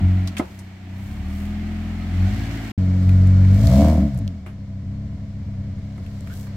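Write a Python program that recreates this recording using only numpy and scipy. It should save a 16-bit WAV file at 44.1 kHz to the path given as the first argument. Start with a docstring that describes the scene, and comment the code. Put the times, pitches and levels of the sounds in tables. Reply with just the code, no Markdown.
"""A six-cylinder four-wheel-drive crawls through soft sand, heard side-on, then, after a gap, from behind.
Firing pulses boom in the exhaust pipe, which rasps in one hard rev and then drops to a lumpy idle.
The engine bay whirs, sand hisses under the tyres, metal parts clack, twigs snap,
the body thuds and the suspension creaks once."""
import sys
import numpy as np
from scipy import signal
from scipy.fft import rfft, irfft
from scipy.io import wavfile
from scipy.ndimage import uniform_filter1d

SR = 44100
rng = np.random.default_rng(int(sys.argv[2]) if len(sys.argv) > 2 else 0)


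def digitize_waveform(pressure):
    """Quantize a signal to 16-bit integers and store it at the path in sys.argv[1].

    Rows of a 2-D input are taken as channels; values are limited to [-1, 1].
    """
    field = np.atleast_2d(pressure).T
    bounded = np.clip(field, -1, 1)
    quanta = np.round(bounded * 32767).astype(np.int16)
    wavfile.write(sys.argv[1], SR, quanta)


N = 289296
TIME = np.arange(N) / SR
FREQS = np.fft.rfftfreq(N, 1 / SR)
GAP_S = (2.717, 2.779)

# engine speed (time [s], firing rate [Hz])
SPEED = [(0, 45.7), (.17, 46.55), (.28, 45.2), (.55, 31.25), (.87, 30.66), (1.02, 32.7), (1.3, 39.23),
         (1.55, 41.81), (2.06, 42.89), (2.24, 47.7), (2.34, 53.93), (2.52, 56.3), (2.71, 52.8),
         (2.79, 45.84), (3.5, 47.24), (3.62, 53.84), (3.83, 76.96), (3.95, 78), (4.06, 70.23),
         (4.26, 46.95), (4.44, 33.68), (4.8, 32.27), (5.05, 34.35), (5.5, 32.35), (6, 33.99), (6.56, 33.08)]
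# throttle stab (time [s], half-width [s], rasp swell [dB])
STAB = [(3.81, 0.22, 15.5)]
# nearness of engine bay and tyres (time [s], gain [dB])
NEARNESS = [(0, 0.5), (.8, 0.5), (2.1, 3), (2.71, 5), (2.79, 1.5), (3.5, 4), (4.1, -5), (4.8, -4),
            (5.8, -2), (6.3, 0), (6.56, 2)]


def exhaust(turns, puff_decay_turns=0.96, tone_lag_turns=0.4, rasp_gain_db=-2):
    """Firing pulses, each with a puff of turbulent gas, ring the pipe; high modes open up under load."""
    # pipe resonances (centre [Hz], width [Hz], side gain [dB], rear gain [dB])
    boom_modes = [(80.5, 25.4, 6, -4), (89.43, 9.05, 14.5, 16), (116, 14, -3, -9), (126.9, 15, 0.5, 5)]
    drone_modes = [(188.1, 20, 6.5, 8.5), (209.5, 14.4, 5.5, 5), (234.9, 18, -30, -11.5),
                   (275.2, 18.8, -4.5, -1), (287.7, 12.3, -5.5, -3), (355, 120, -14, -33.5)]
    rasp_modes = [(510, 38, -35.5, -7), (571, 10.1, -9, 3.5), (657, 11.2, -4, 6.5), (736, 19.4, -4.5, -6),
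                  (910, 200, -22.5, -19.5)]
    tone_db, boom_db, drone_db, rasp_db = exhaust_levels()
    lumpy = lumpiness()
    pulses = firings(turns)
    puffs = unit(np.exp(-(turns % 1) / puff_decay_turns) * rng.standard_normal(N))
    gas = pulses + .3 * lumpy * puffs
    hiss = np.interp(rasp_db, [-48, -33], [1.6, .35]) * puffs  # under load the pulses take over
    growl = unit(pulses * (1 + .15 * np.cos(np.pi * turns)))  # every other firing is harder
    rumble = amp(-7) * np.sqrt(lumpy) * unit(band(puffs, 28, 82, order=2))
    waver = 1 + lumpy * unit(band(rng.standard_normal(N), 1.7, 12, order=2))
    tone = amp(tone_db) * (unit(np.cos(2 * np.pi * (turns - tone_lag_turns))) * waver + rumble)
    boom = amp(boom_db) * steady(band(ring(gas, boom_modes), 60.5, 134.1, order=4))
    drone = amp(drone_db) * steady(band(ring(gas, drone_modes), 164, 335.4, order=5))
    rasp = amp(rasp_db + rasp_gain_db) * steady(band(ring(growl + hiss, rasp_modes), 400, 1300))
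    return outdoors(tone + boom + drone + rasp)


def firings(turns, jitter=0.075, bank_lag_turns=0.0052):
    """One pulse a firing, less the firing tone; every other cylinder has a longer manifold path."""
    # cylinders in firing order (strength [dB])
    cylinders = [0.7, 2.1, -1, -0.3, 1.54, 0]
    onsets = np.flatnonzero(np.diff(np.floor(turns))) + 1
    number = np.arange(len(onsets))
    size_error, time_error = rng.standard_normal((len(onsets), 2)).T * lumpiness()[onsets]
    shift = (jitter * time_error + bank_lag_turns * (-1) ** number) * np.gradient(onsets)
    strength = amp(np.take(cylinders, number, mode="wrap")) * (1 + size_error)
    pulses = np.zeros(N)
    pulses[np.clip(onsets + shift.astype(int), 0, N - 1)] = strength
    fundamental = 2 * np.gradient(turns) * np.cos(2 * np.pi * turns)
    return unit(pulses - fundamental)


def lumpiness(idle_hz=35.8, pulling_hz=45.7, pulling_share=.08):
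    """The firings turn uneven as the engine drops to idle."""
    idling = np.interp(curves(SPEED)[0], [idle_hz, pulling_hz], [1, 0])
    idle_share = viewpoint(side=.12, behind=.28)
    return pulling_share + idling * (idle_share - pulling_share)


def exhaust_levels(fade_s=0.014):
    """Tone, boom, drone and rasp gains in dB; the pipe swells as firing harmonics cross its modes."""
    # resonance crossings (firing rate [Hz], half-width [Hz], swell [dB])
    boom_swells = [(38.2, 2.2, 3), (47.9, 4.5, 9.5), (59.93, 6.8, 9.5)]
    drone_swells = [(41.5, 2.5, 3.9), (48.4, 2.6, 3.26), (66, 1.5, 0.89), (72.94, 5, 4.87)]
    # spells of thin bass (start [s], end [s], tone gain [dB], boom gain [dB])
    thin_bass = [(-.1, 1.05, -7.5, 0), (2.7, 3.065, -9.5, -5)]
    firing_hz, = curves(SPEED)
    tone_dip_db, boom_dip_db = sum(
        np.outer(db, np.clip(np.minimum(TIME - start, end - TIME) / fade_s, 0, 1))
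        for start, end, *db in thin_bass)
    tone_db = loudness(-32, -31.5, per_effort=2.4, db_per_octave=19)
    boom_db = loudness(-31, -26, per_effort=2.56, db_per_octave=1.5) + swell(firing_hz, boom_swells)
    drone_db = loudness(-31.5, -28.5, per_effort=1.83, db_per_octave=11) + swell(firing_hz, drone_swells)
    rasp_db = loudness(-48.5, -47.5, per_effort=1.07, db_per_octave=13) + swell(TIME, STAB)
    return tone_db + tone_dip_db, boom_db + boom_dip_db, drone_db, rasp_db


def loudness(side_db, behind_db, db_per_octave, per_effort=0, cruise_hz=46):
    """A layer's gain in dB, growing with engine effort and speed."""
    # how hard the engine works (time [s], effort [dB])
    effort = [(0, 4), (.24, 1), (.32, -2), (.5, -4), (.6, -2), (.78, -3.5), (.95, 0), (1.2, 0.1),
              (2.05, -0.5), (2.24, 2), (2.45, -1.5), (2.71, -3.5), (2.79, 2), (3.5, 2), (3.7, 2), (3.83, 2),
              (3.95, -1), (4.06, 0.5), (4.11, -5), (4.18, -1.5), (4.4, -4), (4.9, -0.5), (5.3, -2),
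              (5.6, -0.2), (5.9, -2), (6.56, -2)]
    octaves = np.log2(curves(SPEED)[0] / cruise_hz)
    return viewpoint(side_db, behind_db) + per_effort * curves(effort)[0] + db_per_octave * octaves


def engine_bay(turns, throb=0.1, whine_order=30, shield_hz=4250, stab_share=.2, gain_db=4.5):
    """Fan and valve gear whir and throb with the firings; the alternator whines, a heat shield sings."""
    # whir spectra (frequency [Hz], relative density [dB])
    whir_side = [(300, 18.5), (460, -3), (700, 1.5), (1000, -3.5), (1450, -2.5), (1800, 0), (2050, 1.5),
                 (2250, 1.5), (2550, -4), (2900, -4), (3400, -6.5), (4800, -14.5)]
    whir_behind = [(300, 9.5), (400, 8.5), (600, 5.5), (830, -3.5), (1080, -3.5), (1280, -3.5),
                   (1550, -3.5), (1800, -2.5), (2050, -2.5), (2230, -0.5), (2600, -11.5), (3100, -13),
                   (4500, -43.5)]
    bay_db = loudness(-48, -51, per_effort=.5, db_per_octave=8.5)
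    bay_db += curves(NEARNESS)[0] + stab_share * swell(TIME, STAB)
    noise = (1 + throb * np.cos(2 * np.pi * turns)) * rng.standard_normal((2, N))
    whir = viewpoint(pair(noise, whir_side) * amp([[-.6], [.6]]), pair(noise, whir_behind))
    flutter = unit(band(rng.standard_normal((2, N)), 0.67, 23, order=1))
    whine = amp(-14) * unit(flutter * np.cos(2 * np.pi * whine_order * turns))
    shield = amp(-21 + viewpoint(-1, 0)) * unit(flutter * np.cos(2 * np.pi * shield_hz * TIME))
    return amp(bay_db + gain_db) * (whir + whine + shield)


def sand(fizz_boost_db=5):
    """Rushing air and sand thrown by the tyres: a hiss that crackles when much sand flies."""
    # air and sand spectra (frequency [Hz], relative density [dB])
    rush_colour = [(1800, -14.5), (2900, -0.5), (4200, -2), (5300, -3.5), (6500, -8), (7600, -9.5),
                   (9000, -21), (11000, -27)]
    fizz_colour = [(5000, -13.5), (8000, -9.5), (10000, -14), (12500, -7), (15800, -9)]
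    # sand sprays (time [s], half-width [s], fizz before boost [dB], rush [dB])
    sprays = [(.53, 0.15, -67, -66), (1.08, 0.14, -63.5, -74), (1.39, .1, -59.5, -71),
              (2.36, 0.28, -67, -52.5), (3.111, .16, -67.5, -62.5), (3.751, 0.19, -49.5, -42),
              (6.199, 0.25, -71.5, -65), (6.39, 0.072, -57, -62)]
    near_db, = curves(NEARNESS)
    spray_fizz, spray_rush = sum(np.outer(amp(db), bump(TIME, s, width)) for s, width, *db in sprays)
    rush = np.hypot(amp(loudness(-58, -55.5, db_per_octave=8.5) + near_db), spray_rush)
    fizz = np.hypot(amp(loudness(-69, -74.5, db_per_octave=13.5) + near_db), spray_fizz)
    flying = np.interp(20 * np.log10(fizz), [-72, -54], [0.36, amp(3)])
    grit = (rng.standard_normal((2, N)) + flying * grains()) / np.hypot(1, flying)
    return rush * pair(grit, rush_colour) + amp(fizz_boost_db) * fizz * pair(grit, fizz_colour)


def grains(per_s=1000, spread_db=2):
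    """Sand grains click, mostly small, a few large."""
    size = amp(spread_db * np.minimum(rng.exponential(1, (2, N)), 4))
    return unit(size * rng.standard_normal((2, N)) * (rng.random((2, N)) < per_s / SR))


def clacks(band_ratio=1.6, gain_db=-5.5):
    """Metal clacks and snapping twigs: dying noise bursts with a bright edge and a dull knock."""
    # impacts (time [s], relative level [dB], centre [Hz], t60 [s])
    hits = [(.274, -26.5, 3700, 0.068), (.368, -25, 2300, 0.15), (0.382, -29, 6300, 0.066),
            (0.59, -40, 6200, 0.076), (3.093, -24.5, 1900, 0.013), (3.272, -35.5, 5960, 0.015),
            (3.45, -34, 1518, .015), (3.608, -42.5, 1800, 0.019), (3.671, -19.5, 3980, 0.015),
            (4.145, -47, 8260, 0.038), (4.175, -42.5, 8000, 0.046), (4.189, -38, 7950, 0.014),
            (4.278, -26.5, 3330, 0.0071), (4.463, -40.5, 1726, 0.22), (5.787, -49, 853, 0.04),
            (5.978, -42, 1245, 0.038), (6.034, -45, 1200, 0.021), (6.063, -40.5, 2012, 0.042),
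            (6.208, -39.5, 6414, 0.011), (6.273, -36.5, 1500, 0.038), (6.336, -40, 13490, 0.026),
            (6.469, -40, 1196, 0.047)]
    out, t = np.zeros((2, N)), TIME[:SR // 4]
    for s, db, hz, t60 in hits:
        burst = rng.standard_normal((2, len(t))) + 0.35 * rng.standard_normal(len(t))
        core = unit(band(burst, hz / band_ratio, hz * band_ratio, order=2))
        edge = amp(-8) * unit(band(burst, 1500, 11500, order=2))
        knock = amp(-7) * unit(band(burst, 700, 2400, order=2))
        add(out, s, amp(db + gain_db - 60 * t / t60) * (core + edge + knock))
    return out


def thuds(blow_hz=285, rise_s=0.0014, scatter_db=-8.5, scatter_t60_s=0.24):
    """A short heavy blow rings the body panels and leaves a scattered tail."""
    # body blows (time [s], blow gain [dB], ring gain [dB])
    blows = [(.396, -6.5, -19.3), (4.461, -37, -37), (5.978, -42, -42)]
    # panel modes (frequency [Hz], relative level [dB], t60 [s])
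    panel_modes = [(268, 2, 0.036), (358, -1.5, 0.13), (629, -6, 0.094), (727, -2.5, 0.071),
                   (900, -7.5, 0.058), (1023, -12, .08), (1285, -8, 0.068), (1393, -14, 0.036),
                   (2086, 0.5, 0.026)]
    out, t = np.zeros((2, N)), TIME[:SR // 3]
    blow = bump(t, .004, .0032) * np.cos(2 * np.pi * blow_hz * (t - .004))
    panels = sum(amp(db - 60 * t / t60) * np.sin(2 * np.pi * (hz * t + rng.random()))
                 for hz, db, t60 in panel_modes)
    onset = 1 - bump(t, 0, rise_s)
    for s, blow_db, ring_db in blows:
        scatter = unit(band(rng.standard_normal((2, len(t))), 250, 920, order=2))
        tail = scatter * amp(scatter_db - 60 * t / scatter_t60_s)
        add(out, s, amp(ring_db) * onset * (panels + tail) - amp(blow_db) * blow)
    return out


def creak(wobble_hz=160, overtone_db=-9):
    """Stick and slip in a spring bush: a rough, gliding tone."""
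    # suspension creak (time [s], pitch [Hz], level [dB])
    glide = [(6.28, 1401, -74), (6.3, 1426, -47), (6.32, 1528, -47), (6.345, 1619, -52), (6.37, 1550, -77)]
    hz, db = curves(glide)
    wobble = unit(band(rng.standard_normal((2, N)), 30, 418, order=1))
    phase = 2 * np.pi * np.cumsum(hz + wobble_hz * wobble, axis=1) / SR
    gate = (TIME > glide[0][0]) & (TIME < glide[-1][0])
    return amp(db) * unit(np.sin(phase) + amp(overtone_db) * np.sin(2 * phase)) * gate


def outdoors(x, echo_db=-20.5, t60_s=0.25, delay_s=.008):
    """Banks and scrub scatter a faint, different echo to each side; the sum leans left."""
    t = TIME[:SR // 4]
    tail = rng.standard_normal((2, len(t))) * amp(-60 * t / t60_s) * (t > delay_s)
    echo = signal.oaconvolve(x[None], tail / np.linalg.norm(tail[0]), axes=1)[:, :N]
    return (x + amp(echo_db) * echo) * amp([[.55], [-.45]])


def viewpoint(side, behind):
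    """Side-on before the gap, from behind after it."""
    return np.where(TIME < np.mean(GAP_S), side, behind)


def ring(x, modes):
    """Parallel resonances, alternating in sign as in a pipe."""
    return sum((-1) ** k * viewpoint(*amp(db)) * signal.lfilter(*signal.iirpeak(hz, hz / width, SR), x)
               for k, (hz, width, *db) in enumerate(modes))


def pair(x, colour):
    """Colours two unrelated signals into stereo, most alike in the low mids."""
    # left-right likeness (frequency [Hz], correlation [0-1])
    likeness = [(100, 0.3), (600, 0.89), (1000, 0.43), (2000, 0.3), (4000, 0), (12000, 0)]
    left, other = rfft(x)
    alike = read(likeness, FREQS)
    right = alike * left + np.sqrt(1 - alike ** 2) * other
    high_pass = 1 / (1 + (colour[0][0] / (FREQS + 1)) ** 4)
    low_pass = 1 / (1 + (FREQS / colour[-1][0]) ** 4)
    return unit(irfft(np.array([left, right]) * amp(read(colour, FREQS)) * high_pass * low_pass, N))


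def steady(x, window_samples=5000):
    """Holds the slow level at rms 1, keeping single beats."""
    window = np.hanning(window_samples)
    power = abs(signal.oaconvolve(x ** 2, window / window.sum(), "same"))
    return x / np.sqrt(power + 1e-14)


def band(x, lo_hz, hi_hz, order=3):
    """Band-pass."""
    return signal.sosfilt(signal.butter(order, [lo_hz, hi_hz], "band", fs=SR, output="sos"), x)


def amp(db):
    """Decibels to gain."""
    return 10 ** (np.asarray(db) / 20)


def unit(x):
    """Scales to rms 1."""
    return x / np.sqrt(np.mean(x ** 2) + 1e-20)


def curves(rows):
    """Each column of a timed table, per sample."""
    s, *columns = np.transpose(rows)
    return [np.interp(TIME, s, c) for c in columns]


def read(points, hz):
    """Interpolates a spectrum over log frequency."""
    f, value = np.transpose(points)
    return np.interp(np.log(hz + 1), np.log(f), value)


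def bump(x, centre, width):
    """Gaussian of height 1."""
    return np.exp(-((x - centre) / width) ** 2)


def swell(x, rows):
    """Sum of bumps along x, in dB."""
    return sum(db * bump(x, centre, width) for centre, width, db in rows)


def add(mix, s, sound):
    """Mixes a sound in at time s."""
    part = mix[..., round(s * SR):][..., :sound.shape[-1]]
    part += sound[..., :part.shape[-1]]


def scene():
    """All layers; engine speed times both exhaust and engine bay."""
    turns = np.cumsum(curves(SPEED)[0]) / SR + .9  # one turn per firing
    return exhaust(turns) + engine_bay(turns) + sand() + clacks() + thuds() + creak()


def record(dry):
    """A short silence between the viewpoints, then a low-pass."""
    gate = uniform_filter1d(1. * ((TIME < GAP_S[0]) | (TIME > GAP_S[1])), size=200)
    low_pass = signal.firwin(801, cutoff=15900, window=("kaiser", 10), fs=SR)
    return signal.oaconvolve(dry * gate, low_pass[None], "same")


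dry = scene()
out = record(dry)
digitize_waveform(out)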